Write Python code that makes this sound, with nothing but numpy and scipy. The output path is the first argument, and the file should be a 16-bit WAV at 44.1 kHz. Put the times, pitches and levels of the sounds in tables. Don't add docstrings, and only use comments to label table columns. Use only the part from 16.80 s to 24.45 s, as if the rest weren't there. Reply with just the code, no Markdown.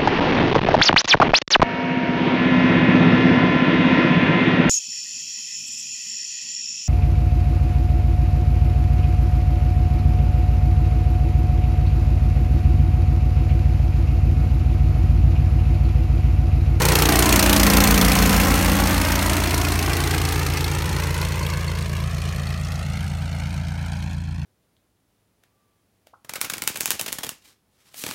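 import sys
import numpy as np
from scipy import signal
from scipy.io import wavfile
from scipy.ndimage import uniform_filter1d, map_coordinates

SR = 44100
rng = np.random.default_rng(int(sys.argv[2]) if len(sys.argv) > 2 else 0)


def elevation(decibels):
    levels = np.asarray(decibels, float)
    return 10 ** (levels / 20)


def bounce(signal):
    frames = np.transpose(np.atleast_2d(signal))
    limited = np.clip(frames, -1, 1)
    pcm = np.round(limited * 32767).astype(np.int16)
    wavfile.write(sys.argv[1], SR, pcm)


N = 337365
T = np.arange(N) / SR

# time_s, engine_cycle_hz (as heard), ground_path_delay_ms
FLIGHT = [(0.0, 29.7, 1.9), (0.25, 29.58, 2.25), (0.5, 29.64, 2.85), (0.75, 29.26, 3.25),
          (1.0, 28.92, 3.65), (1.25, 28.54, 3.82), (1.5, 28.37, 3.8), (2.0, 28.27, 3.38), (2.5, 28.39, 3.0),
          (3.0, 28.26, 2.62), (3.5, 28.14, 2.3), (4.5, 27.955, 1.9), (5.0, 27.86, 1.74), (5.5, 27.9, 1.56),
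          (6.0, 27.86, 1.44), (6.5, 28.06, 1.32), (7.0, 28.18, 1.25), (7.65, 28.05, 1.14)]
# engine_order (multiple of the cycle rate), level_db (within its group)
SILENCER_ORDERS = [(4, -6), (5, 5.5), (6, 2.5), (7, 11.5), (8, 0), (9, -11), (10, 2.5), (11, -7), (12, 4),
                   (13, -6), (14, -10), (15, -6), (16, -11), (17, -15), (22, -4)]
# overtone (multiple of the blade rate), level_db
BLADE_OVERTONES = [(3, 7), (4, -2), (5, -3), (6, -2), (7, -6), (8, -13), (9, -14)]
# pitch_hz, level_db (per third octave)
GAS_COLOUR = [(300, -11), (600, -9.5), (1200, -11), (2500, -1), (4400, 0.5), (7000, 4), (11000, 6.5),
              (15500, 4.5)]
# pitch_hz, level_db (per third octave)
WAKE_COLOUR = [(60, -16), (120, 2.5), (250, -2), (500, -5.5), (1000, 2), (1500, 1), (2300, 4.5),
               (3500, -6.5), (7000, -1), (15500, 1.5)]
# pitch_hz, level_db (per third octave)
WIND_COLOUR = [(25, -18), (40, -1), (80, 2.5), (120, 6), (200, -4), (400, -21)]
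# peak_s, peak_db, half_length_s
GUSTS = [
    (3.6, -37, .2),
    (4.103, -32, 0.14),
    (4.45, -44, 0.1),
    (5.4, -41, .4),
    (6.25, -36, 0.18),
]
# peak_s, change_db, half_length_s
EDDIES = [
    (3.403, 2, 0.4),
    (4.2, 2, 0.41),
    (4.702, 1.5, 0.22),
    (5.4, -0.5, 0.099),
    (6.698, 0.5, 0.17),
    (7.2, 1, 0.07),
    (7.55, -5.5, .25),
]
# start_s, peak_db
TICKS = [
    (3.842, -20),
    (4.631, -23),
    (4.735, -27),
    (4.879, -21),
    (5.672, -27),
]
# pitch_hz, width_hz, depth (0-1)
HOUSING_DIPS = [
    (4900, 97, 0.7),
    (7550, 2440, 0.36),
    (10520, 1150, 0.52),
]
BEAMS = {"second order": (-21.5, -1.7, -0.6, -6), "third order": (-23, 3.4, 3, -6),
         "middle orders": (-25, -0.9, 5, -8), "higher orders": (-33, -3.5, -2.5, -7),
         "blade tone": (-21.5, 4.5, -14, -8.6), "blade octave": (-27.5, 2, -3.5, -12.5),
         "blade overtones": (-40, -2.1, 22, -10.5), "first pipe": (-20.5, -9, -13, -1.5),
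         "second pipe": (-36.5, 6.5, 23, -15.5), "wake": (-19.5, -0.02, 4, -10),
         "crack": (-25.5, -2.7, 14.5, -17)}
FIRING = (.52, .92)

BLADES_PER_CYCLE, BLADE_START = 1.767, 0.6
SILENCER_LAG, BURST_RISE = 0.2, 0.022
NEAREST_S, NEAREST_M, SPEED_MS = 1.1, 11.0, 10.0
AIR_DB_PER_M = 0.19
SHIMMER_DB_PER_M = 0.02
STEEP_GAIN, STEEP_CUT_HZ = 0.8, 560
GRAZING_GAIN, GRAZING_CUT_HZ, GRAZING_M = 0.12, 2500, 50.0
CALM_WIND_DB = -46
TICK_HZ, TICK_S = 4400, 0.002


def curves(table):
    s, *columns = np.transpose(table)
    return [np.interp(T, s, column) for column in columns]


def band(x, lo_hz, hi_hz):
    sos = signal.butter(2, [lo_hz, min(hi_hz, 0.49 * SR)], "band", fs=SR, output="sos")
    return signal.sosfilt(sos, x)


def unit(x):
    return x / np.sqrt(np.mean(x ** 2))


def walk(rate_hz):
    step = int(SR / rate_hz)
    held = np.repeat(rng.standard_normal(N // step + 1), step)
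    return 1.3 * uniform_filter1d(uniform_filter1d(held, step), step)[:N]


def bumps(table):
    return sum(db * np.exp(-((T - s) / half_s) ** 2) for s, db, half_s in table)


def coloured(points, envelope, wobble_db, metres):
    hz, db = np.transpose(points)
    out, power = 0, 0
    for f in 25.2 * 2 ** (np.arange(29) / 3):
        if not hz[0] <= f <= 1.1 * hz[-1]:
            continue
        gain = elevation(np.interp(np.log(f), np.log(hz), db))
        air_db = -AIR_DB_PER_M * metres * (f / 1e4) ** 2
        noise = unit(band(rng.standard_normal(N) * envelope, f / 1.12, f * 1.12))
        out = out + gain * elevation(air_db + wobble_db()) * noise
        power += gain ** 2
    return out / np.sqrt(power)


def wind():
    gusts = elevation(CALM_WIND_DB) + bumps([(s, elevation(db), half_s) for s, db, half_s in GUSTS])
    return gusts * coloured(WIND_COLOUR, elevation(walk(4.7)), lambda: 0.85 * walk(6), 0)


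def ground(craft, lag_ms, metres):
    steep = signal.lfilter(*signal.butter(1, STEEP_CUT_HZ, fs=SR), craft)
    grazing = signal.lfilter(*signal.butter(1, GRAZING_CUT_HZ, fs=SR), craft)
    flat = np.clip((metres - NEAREST_M) / GRAZING_M, 0, 1)
    grass = steep + flat * (grazing - steep)
    lag_ms = lag_ms + (0.03 + 0.9 / metres) * walk(50)
    late = map_coordinates(grass, [np.arange(N) - lag_ms * SR / 1000], order=1, mode="nearest")
    return np.minimum(STEEP_GAIN + GRAZING_GAIN * flat, 0.95) * late


def beam(part, along_m, metres):
    abeam_db, lean_db, axis_db, fade_db = BEAMS[part]
    tail = along_m / metres
    return abeam_db + lean_db * tail + axis_db * tail ** 2 + fade_db * np.log2(metres / NEAREST_M)


def bracket():
    out = 0
    for s, db in TICKS:
        age = np.maximum(T - s, 0) / TICK_S
        envelope = np.e * age * np.exp(-age)
        out = out + elevation(db - 5.5) * envelope * np.sin(2 * np.pi * TICK_HZ * T)
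    return out


def wake(cycle, db, metres):
    passes = np.exp(1.57 * np.cos(2 * np.pi * (BLADES_PER_CYCLE * cycle - 0.33)))
    throb = 1 + (0.08 + 0.00089 * metres) * passes
    grain = elevation(2.0 * walk(300))
    envelope = throb * grain / uniform_filter1d(throb, size=4000)
    return elevation(db) * coloured(WAKE_COLOUR, envelope, lambda: 0.69 * walk(9), metres)


def blades(cycle, tone_db, octave_db, over_db):
    turn = 2 * np.pi * (BLADES_PER_CYCLE * cycle + BLADE_START)
    overtones = 0
    for k, db in BLADE_OVERTONES:
        level = elevation(db + 0.2 * k * walk(5))
        overtones = overtones + level * np.cos(k * turn + 0.04 * k * walk(4))
    hum = elevation(tone_db) * np.cos(turn) + elevation(octave_db) * np.cos(2 * turn)
    return hum + elevation(np.minimum(over_db, -35)) * overtones


def silencer(cycle, second_db, third_db, middle_db, higher_db):
    levels = [(2, second_db), (3, third_db)]
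    for k, db in SILENCER_ORDERS:
        tilt_db = 0.05 * (k - 10) * (higher_db - higher_db.max())
        group_db = middle_db if k < 7 else higher_db + tilt_db
        levels.append((k, db + group_db + 0.04 * k * walk(6)))
    out = 0
    for k, db in levels:
        k = round(k)
        pair = sum(np.exp(-2j * np.pi * k * (at + SILENCER_LAG)) for at in FIRING)
        out = out - elevation(db) * np.sin(2 * np.pi * k * cycle + np.angle(pair))
    return out


def tailpipes(cycle, first_db, second_db, crack_db, metres):
    gate, cracks, count = 0, 0, int(cycle[-1]) + 2
    scatter_db = 0.7 + SHIMMER_DB_PER_M * metres
    for at, db in zip(FIRING, (first_db, second_db)):
        chance = np.clip(rng.standard_normal((count, 3)), -1.4, 1.4)
        k = np.floor(cycle - at).astype(int) + 1
        age = np.clip(cycle - at + 1 - k - 0.0053 * (2 + chance[k, 0]), 0, 1)
        rise = 1 - np.exp(-age / (BURST_RISE + 0.00037 * metres))
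        burst = np.exp(-age / 0.13 - (age / 0.27) ** 4)
        puff = rise * (burst + 0.21 * (1 - age))
        gate = gate + elevation(db + scatter_db * chance[k, 1]) * puff
        cracks = cracks + elevation(0.33 * chance[k, 2]) * np.diff(k, prepend=k[0])
    firing = sum(np.floor(cycle - at).astype(int) + 1 for at in FIRING)
    smooth = elevation(first_db) + elevation(second_db)

    def colour():
        chance = np.clip(rng.standard_normal(2 * count), -1.4, 1.4)
        return (1.2 + scatter_db) * uniform_filter1d(chance[firing], 40)

    gas = smooth * coloured(GAS_COLOUR, gate / smooth, colour, metres)
    ring_level = smooth * elevation(-19.5 + 0.022 * metres + 1.1 * colour())
    ring = ring_level * unit(band(rng.standard_normal(N) * gate / smooth, 4190, 4350))
    swell = elevation(0.012 * metres * walk(5))
    return swell * (gas + ring) + elevation(crack_db - 2.5) * unit(band(cracks, 324, 1150))


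def scene():
    cycle_hz, lag_ms = curves(FLIGHT)
    cycle = np.cumsum(cycle_hz) / SR
    along_m = SPEED_MS * (T - NEAREST_S)
    metres = np.hypot(NEAREST_M, along_m)
    *tones_db, first_db, second_db, wake_db, crack_db = (beam(part, along_m, metres) for part in BEAMS)
    tones = elevation(0.5) * (silencer(cycle, *tones_db[:4]) + blades(cycle, *tones_db[4:]))
    rush = tailpipes(cycle, first_db, second_db, crack_db, metres) + wake(cycle, wake_db, metres)
    craft = tones + elevation(bumps(EDDIES)) * rush + bracket()
    return (craft + ground(craft, lag_ms, metres) + wind())[None]


def roll_off(x):
    return signal.sosfilt(signal.butter(12, 17020, fs=SR, output="sos"), x)


def record(dry):
    x = signal.sosfilt(signal.butter(2, 38, "high", fs=SR, output="sos"), dry)
    for hz, width_hz, depth in HOUSING_DIPS:
        x = x - depth * signal.lfilter(*signal.iirpeak(hz, hz / width_hz, fs=SR), x)
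    x = 0.95 * np.tanh(x / 0.95)
    x = signal.sosfilt(signal.ellip(14, 0.3, 80, 15850, fs=SR, output="sos"), x)
    return roll_off(x)


dry = scene()
out = record(dry)
bounce(out)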